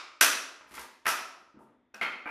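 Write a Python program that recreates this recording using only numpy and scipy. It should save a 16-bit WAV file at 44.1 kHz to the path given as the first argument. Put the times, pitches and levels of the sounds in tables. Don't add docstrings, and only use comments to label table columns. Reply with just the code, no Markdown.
import sys
import numpy as np
from scipy import signal
from scipy.fft import rfft, irfft
from scipy.io import wavfile

SR = 44100
rng = np.random.default_rng(int(sys.argv[2]) if len(sys.argv) > 2 else 0)


def file_out(sig):
    cols = np.atleast_2d(sig).T
    lim = np.clip(cols, -1, 1)
    pcm = np.round(lim * 32767).astype(np.int16)
    wavfile.write(sys.argv[1], SR, pcm)


def volts_from_db(level):
    exponent = np.asarray(level, float) / 20
    return 10 ** exponent


N = 101429
LEAD = SR // 2


def at_hz(points, hz):
    table_hz, value = np.transpose(points)
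    return np.interp(np.log(hz + 1), np.log(table_hz), value)


def body(spectrum, peaks, broad_db):
    half = 16384
    hz = np.arange(half + 1) * SR / (2 * half)
    power = volts_from_db(2 * (at_hz(spectrum, hz) + broad_db))
    for centre_hz, width_hz, level_db in peaks:
        power = power + volts_from_db(2 * level_db) / (1 + (2 * (hz - centre_hz) / width_hz) ** 2) ** 2
    cepstrum = irfft(np.log(power) / 2)
    cepstrum[1:half] *= 2
    cepstrum[half + 1:] = 0
    answer = irfft(np.exp(rfft(cepstrum)))[:half]
    return answer / np.abs(answer).max()


def contacts(rows, rattle_s=0.0006):
    loop_gain, treble_hz, length = 0.825, 3635, 1000
    out = np.zeros(N + LEAD)
    low_pass = signal.butter(2, treble_hz, fs=SR)
    for start_s, level_db, treble_db in rows:
        burst = signal.unit_impulse(length)
        gaps = rng.uniform(0.15, 1, 4) * rattle_s * SR
        for gap in np.maximum(gaps, 1).astype(int):
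            forward = np.r_[loop_gain, np.zeros(gap), 1]
            burst = signal.lfilter(forward, forward[::-1], burst)
        for stage in range(2):
            low = signal.lfilter(*low_pass, burst)
            burst = low + volts_from_db(treble_db / 2) * (burst - low)
        i = int(start_s * SR) + LEAD
        out[i:i + length] += 2 * volts_from_db(level_db) * burst[:len(out) - i]
    return out


def strike(hits, answer):
    return signal.fftconvolve(hits, answer)[:N + LEAD]


# start_s [s], level_db [dB], treble_db [dB]
BLOW_HITS = [
    (.2085, -38, 6),
    (.2108, 0, -2),
]
# pitch_hz [Hz], level_db [dB per Hz]
BAR_COLOUR = [(35, -90.5), (60, -71), (246, -22), (667, -17), (784, -19.5), (1310, -5.5), (4250, -11),
              (9570, -13), (15200, -20.5)]
# pitch_hz [Hz], width_hz [Hz], level_db [dB]
BAR_MODES = [(290, 38, -14), (662, 69, -13), (1480, 300, -8), (2569, 210, -3), (5880, 740, -3),
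             (7870, 250, -10), (9670, 400, -2.5), (11530, 1000, -7), (15310, 150, -13.5)]


def hammer_blow():
    return strike(contacts(BLOW_HITS, rattle_s=0.001), body(BAR_COLOUR, BAR_MODES, broad_db=2.0))


# start_s [s], level_db [dB], treble_db [dB]
CRACK_HITS = [
    (1.0505, -42, -10),
    (1.0548, -28, -30),
    (1.0565, -16.5, -18),
    (1.064, -22.5, -9),
    (1.067, -7, -13),
    (1.0792, -28, 7),
    (1.089, -28.5, 7),
    (1.098, -38, 6),
]
# pitch_hz [Hz], level_db [dB per Hz]
STRIP_COLOUR = [(24, -60), (40, -25), (530, -15.5), (663, -9.5), (851, -8), (1330, -2), (3510, -8),
                (12500, -11.5), (15200, -22.5)]
# pitch_hz [Hz], width_hz [Hz], level_db [dB]
STRIP_MODES = [(1303, 86, 2.5), (1860, 900, -32), (2534, 410, -4.5), (5640, 1260, -3.5), (10960, 3400, -8)]


def strip_cracks():
    return strike(contacts(CRACK_HITS, rattle_s=0.00045), body(STRIP_COLOUR, STRIP_MODES, broad_db=-1.5))


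# start_s [s], level_db [dB], treble_db [dB]
END_LANDINGS = [
    (2.013, -21, -2.5),
    (2.025, -38, 3),
]
# pitch_hz [Hz], level_db [dB per Hz]
END_COLOUR = [(24, -68), (40, -45.5), (178, -16), (963, -7.5), (1400, 1.5), (1710, -7), (2130, 2.5),
              (3420, -12), (15200, -42.5)]
# pitch_hz [Hz], width_hz [Hz], level_db [dB]
END_MODES = [(258, 230, -22.5), (1380, 80, -18), (1790, 40, -9), (2187, 260, -4.5), (2550, 87, -11.5),
             (3146, 98, -10), (4310, 240, -19.5), (10900, 2000, -35)]


def piece_lands_on_end():
    return strike(contacts(END_LANDINGS), body(END_COLOUR, END_MODES, broad_db=-9.0))


# start_s [s], level_db [dB], treble_db [dB]
FLAT_LANDINGS = [
    (2.2575, -33.5, -4),
    (2.2615, -34.5, -1.5),
    (2.274, -40, -4.5),
    (2.279, -38, 2),
    (2.291, -43, 12),
]
# pitch_hz [Hz], level_db [dB per Hz]
FLAT_COLOUR = [(35, -37.5), (60, -51.5), (732, -2), (1570, 0), (2030, -7), (2280, -11), (3450, -30),
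               (11200, -51.5), (15200, -45)]
# pitch_hz [Hz], width_hz [Hz], level_db [dB]
FLAT_MODES = [(296, 86, -2.5), (741, 75, 1), (1400, 51, -4), (2310, 340, 4), (11300, 4500, -36)]


def piece_falls_flat():
    return strike(contacts(FLAT_LANDINGS), body(FLAT_COLOUR, FLAT_MODES, broad_db=2.0))


# start_s [s], level_db [dB]
DRAG_PRESSURE = [
    (0.671, -74),
    (.71, -75.5),
    (.737, -65),
    (0.74, -55.5),
    (.765, -62.5),
    (.785, -55),
    (0.809, -68),
    (.86, -72),
]


def drag():
    grit_per_s, spread_db = 2500, 5.22
    length = N + LEAD
    start_s, level_db = np.transpose(DRAG_PRESSURE)
    born = rng.random(length) < grit_per_s / SR
    sizes = volts_from_db(spread_db * np.minimum(rng.exponential(1, length), 4))
    signs = rng.choice([-1, 1], length)
    t = (np.arange(length) - LEAD) / SR
    return born * sizes * signs * volts_from_db(np.interp(t, start_s, level_db, -200, -200))


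# start_s [s], level_db [dB], treble_db [dB]
LAY_DOWN_KNOCKS = [(.61, -43.5, -38), (.66, -47.5, -36), (.68, -64, -3), (.693, -64, 10),
                   (.71, -45.5, -3.5), (.718, -54, 8), (.7405, -40.5, 0.5), (.752, -51.5, 15.5),
                   (.77, -49, -11.5), (.778, -33.5, -37), (.7815, -37, -19), (.787, -44, -11),
                   (.794, -53, 18.5), (.797, -55, -2), (.804, -48, -14), (.813, -51, 11)]
# pitch_hz [Hz], level_db [dB per Hz]
GRIT_COLOUR = [(24, -45), (40, -11), (292, -8), (468, -7), (1180, 3), (1620, -3.5), (2080, -7),
               (11000, -15), (15200, -28)]
# pitch_hz [Hz], width_hz [Hz], level_db [dB]
GRIT_MODES = [(1210, 160, -28), (2150, 790, -0.5), (11100, 5200, -11.5)]


def hammer_laid_down():
    hits = contacts(LAY_DOWN_KNOCKS, rattle_s=0.0013) + drag()
    return strike(hits, body(GRIT_COLOUR, GRIT_MODES, broad_db=0.5))


# start_s [s], level_db [dB], treble_db [dB]
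SPLINTER_TICKS = [
    (1.9405, -55.5, -3),
    (1.9425, -45.5, -11),
    (1.9448, -54, 14),
    (1.95, -45, -25),
    (1.976, -82, -5),
]
# pitch_hz [Hz], level_db [dB per Hz]
SPLINTER_COLOUR = [(35, -65), (60, -46), (219, 12), (401, -1.5), (715, 10.5), (1060, -2), (1570, 9),
                   (2940, -7), (15200, -19.5)]
# pitch_hz [Hz], width_hz [Hz], level_db [dB]
SPLINTER_MODES = [(1440, 600, 2), (2535, 260, 1.5), (5500, 700, -20)]


def splinter_lands():
    return strike(contacts(SPLINTER_TICKS), body(SPLINTER_COLOUR, SPLINTER_MODES, broad_db=-9.0))


# start_s [s], level_db [dB], treble_db [dB]
STRIP_NUDGES = [
    (1.402, -63, -3),
    (1.592, -57.5, -6),
    (1.607, -56.5, -8),
    (1.617, -64.5, 1),
]
# pitch_hz [Hz], level_db [dB per Hz]
LOOSE_COLOUR = [(59, -64), (100, -16.5), (237, -1), (409, -5), (872, -6.5), (2060, -38), (10900, -25),
                (15200, -39)]
# pitch_hz [Hz], width_hz [Hz], level_db [dB]
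LOOSE_MODES = [(920, 160, -8), (1264, 180, -8), (3370, 120, -32)]


def loose_strip_nudged():
    return strike(contacts(STRIP_NUDGES, rattle_s=0.0029), body(LOOSE_COLOUR, LOOSE_MODES, broad_db=-2.5))


# start_s [s], level_db [dB], treble_db [dB]
KNEE_THUDS = [
    (.712, -54, -3),
    (.723, -60, -5),
    (1.543, -58.5, -9),
    (1.549, -59.5, -18),
    (1.572, -56.5, -6),
    (1.62, -64, -15),
    (1.657, -63, -1),
    (1.686, -59.5, -3),
]
# pitch_hz [Hz], level_db [dB per Hz]
SUBFLOOR_COLOUR = [(24, -47), (40, -12), (280, -1), (654, -12.5), (808, -23), (925, -10.5), (4000, -31),
                   (5200, -58), (8800, -120)]
# pitch_hz [Hz], width_hz [Hz], level_db [dB]
SUBFLOOR_MODES = [(251, 56, -1), (320, 25, 1)]


def knee_thuds():
    return strike(contacts(KNEE_THUDS), body(SUBFLOOR_COLOUR, SUBFLOOR_MODES, broad_db=-4.5))


# start_s [s], pitch_hz [Hz], level_db [dB], t60_s [s]
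BOARD_RINGS = [(.212, 1510, -7.5, .02), (0.233, 2437, -18.5, 0.041), (.216, 273, -35, 0.064),
               (.232, 710, -25, 0.047), (.741, 1010, -47, 0.025), (.771, 1900, -44, 0.022),
               (0.7785, 2410, -35, 0.017), (.781, 1335, -32, 0.022), (.795, 910, -38, 0.028),
               (1.056, 1333, -27, 0.068), (1.0567, 2200, -21, 0.016), (1.0636, 1760, -17, 0.025),
               (1.0677, 1934, -19, 0.026), (1.0716, 1337, -27, 0.16), (1.5436, 320, -53, .12),
               (1.572, 265, -47.5, .07), (1.591, 1242, -49.5, 0.04), (1.607, 840, -47.5, 0.038),
               (1.615, 954, -47.5, 0.033), (1.62, 290, -53, 0.044), (1.9442, 5610, -34, .01),
               (1.948, 2535, -43, .04), (2.015, 2114, -38, 0.81), (2.015, 2193, -37, 0.44),
               (2.04, 1376, -39.5, 0.54), (2.0135, 2150, -25, 0.047), (2.0295, 2200, -23, 0.027),
               (2.014, 696, -29, 0.032), (2.26, 296, -38.5, 0.035), (2.274, 2310, -32.5, 0.049)]


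def rings():
    rise_s = 0.0009
    start_s, pitch_hz, level_db, t60_s = np.transpose(BOARD_RINGS)[:, :, None]
    t = np.maximum(np.arange(N) / SR - start_s, 0)
    decay = volts_from_db(level_db - 60 * t / t60_s)
    return (decay * np.sin(2 * np.pi * pitch_hz * t) * (1 - np.exp(-t / rise_s))).sum(axis=0)


# start_s [s], level_db [dB]
JOIST_JOLTS = [
    (0.21, -71),
    (.72, -56),
    (0.789, -53),
    (1.068, -66),
    (1.2, -64),
    (1.561, -67),
    (1.77, -70),
    (2.031, -60),
    (2.272, -74),
]


def joists():
    pitch_hz, t60_s, rise_s, left_db = 61.4, 0.15, 0.012, 0.8
    clicks = np.zeros(N)
    for start_s, level_db in JOIST_JOLTS:
        clicks[int(start_s * SR)] = volts_from_db(level_db)
    t = np.arange(LEAD) / SR
    mode = np.sin(2 * np.pi * pitch_hz * t) * volts_from_db(-60 * t / t60_s) * (1 - np.exp(-t / rise_s))
    return signal.fftconvolve(clicks, mode)[:N] * volts_from_db([[left_db], [-left_db]])


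# start_s [s], level_db [dB], treble_db [dB]
EARLIER_HIT = [
    (-.27, -7.5, 4.5),
]
# pitch_hz [Hz], level_db [dB per Hz]
EARLIER_COLOUR = [(60, -44), (300, -21), (640, -20), (1500, -8.5), (6000, -18.5), (12000, -23.5),
                  (15200, -53.5)]
# pitch_hz [Hz], width_hz [Hz], level_db [dB]
EARLIER_MODES = [(645.6, 26, -9.5), (1240, 380, 1), (2310, 420, 1), (2760, 98, -8), (3690, 90, -3.5),
                 (5140, 1500, -12.5)]


def earlier_blow():
    return strike(contacts(EARLIER_HIT), body(EARLIER_COLOUR, EARLIER_MODES, broad_db=2.5))


# pitch_hz [Hz], t60_s [s]
ROOM_DECAY = [(100, 0.29), (260, 0.91), (700, 0.82), (1840, 0.63), (4850, 0.62), (12800, 0.34)]
# delay_s [s], level_db [dB]
FIRST_WALLS = [(.01, -28.5), (.017, -30.5), (0.023, -29), (0.035, -32.5)]
# pitch_hz [Hz], level_db [dB]
STEREO_WIDTH = [(60, -17), (250, -27), (700, -31), (1500, -40), (2800, -39), (5000, -40), (15000, -46.5)]


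def room():
    tail_db, rise_s, scatter_s = -24.5, 0.0036, 0.0032
    flutter_s, flutter_share = 0.0175, 0.39
    t = np.arange(int(SR * 1.4)) / SR
    edges_hz = 30 * 2 ** np.arange(0, 9.6, 0.5)
    white = rng.standard_normal((2, 2, len(t)))
    tail = 0
    for k, (low, high) in enumerate(zip(edges_hz, edges_hz[1:])):
        hz = np.sqrt(low * high)
        band_pass = signal.butter(2, [low, high], "band", fs=SR, output="sos")
        band = signal.sosfilt(band_pass, white[k % 2])
        side_share = volts_from_db([[0], [at_hz(STEREO_WIDTH, hz)]])
        tail = tail + band * volts_from_db(-60 * t / at_hz(ROOM_DECAY, hz)) * side_share
    flutter = 1 + flutter_share * np.cos(2 * np.pi * t / flutter_s) * np.exp(-t / 0.08)
    out = volts_from_db(tail_db) * tail * flutter * (1 - np.exp(-(t / rise_s) ** 2))
    for delay_s, level_db in FIRST_WALLS:
        out[0] += volts_from_db(level_db) * white[0, 0, ::-1] * np.exp(-((t - delay_s) / scatter_s) ** 2)
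    return out


# pitch_hz [Hz], level_db [dB per Hz]
HUSH_COLOUR = [(25, -13.5), (60, 2.5), (200, -10), (1200, -16.5), (2000, -8.5), (2900, -21.5),
               (3500, -14.5), (4200, -29), (15000, -50)]


def hush():
    level_db = -82
    hz = np.arange(N // 2 + 1) * SR / N
    colour_db = at_hz(HUSH_COLOUR, hz) + [0 * hz, at_hz(STEREO_WIDTH, hz) + 6]
    noise = irfft(rfft(rng.standard_normal((2, N))) * volts_from_db(colour_db), N)
    return volts_from_db(level_db) * noise / noise[0].std()


def scene():
    knee, nudged = knee_thuds(), loose_strip_nudged()
    placed = [(hammer_blow(), 3), (strip_cracks(), 3), (piece_lands_on_end(), -1.5),
              (piece_falls_flat(), 1.5), (hammer_laid_down(), 6), (splinter_lands(), 6),
              (nudged, 3), (knee, 0.5), (earlier_blow(), 0)]
    direct = sum(volts_from_db(near_db) * sound for sound, near_db in placed)[LEAD:]
    everything = sum(sound for sound, near_db in placed)
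    echo = room()
    reverb = signal.fftconvolve(everything[None], echo, axes=1)[:, LEAD:N + LEAD]
    mid, side = reverb + hush()
    side = side + 0.074 * signal.fftconvolve(knee + nudged, echo[0])[LEAD:N + LEAD]
    return direct + rings() + np.array([mid + side, mid - side]) + joists()


def roll_off(x):
    return signal.sosfilt(signal.butter(12, 16370, fs=SR, output="sos"), x)


def record(dry):
    dip_hz, dip_width_hz, dip_share = 7950, 250, 0.44
    ceiling, cutoff_hz = 0.86, 15300
    dip = signal.lfilter(*signal.iirpeak(dip_hz, dip_hz / dip_width_hz, fs=SR), dry)
    rounded = ceiling * np.tanh((dry - dip_share * dip) / ceiling)
    low_pass = signal.cheby2(8, 32, cutoff_hz * 1.03, fs=SR, output="sos")
    finished = signal.sosfilt(low_pass, rounded)
    return roll_off(finished)


dry = scene()
out = record(dry)
file_out(out)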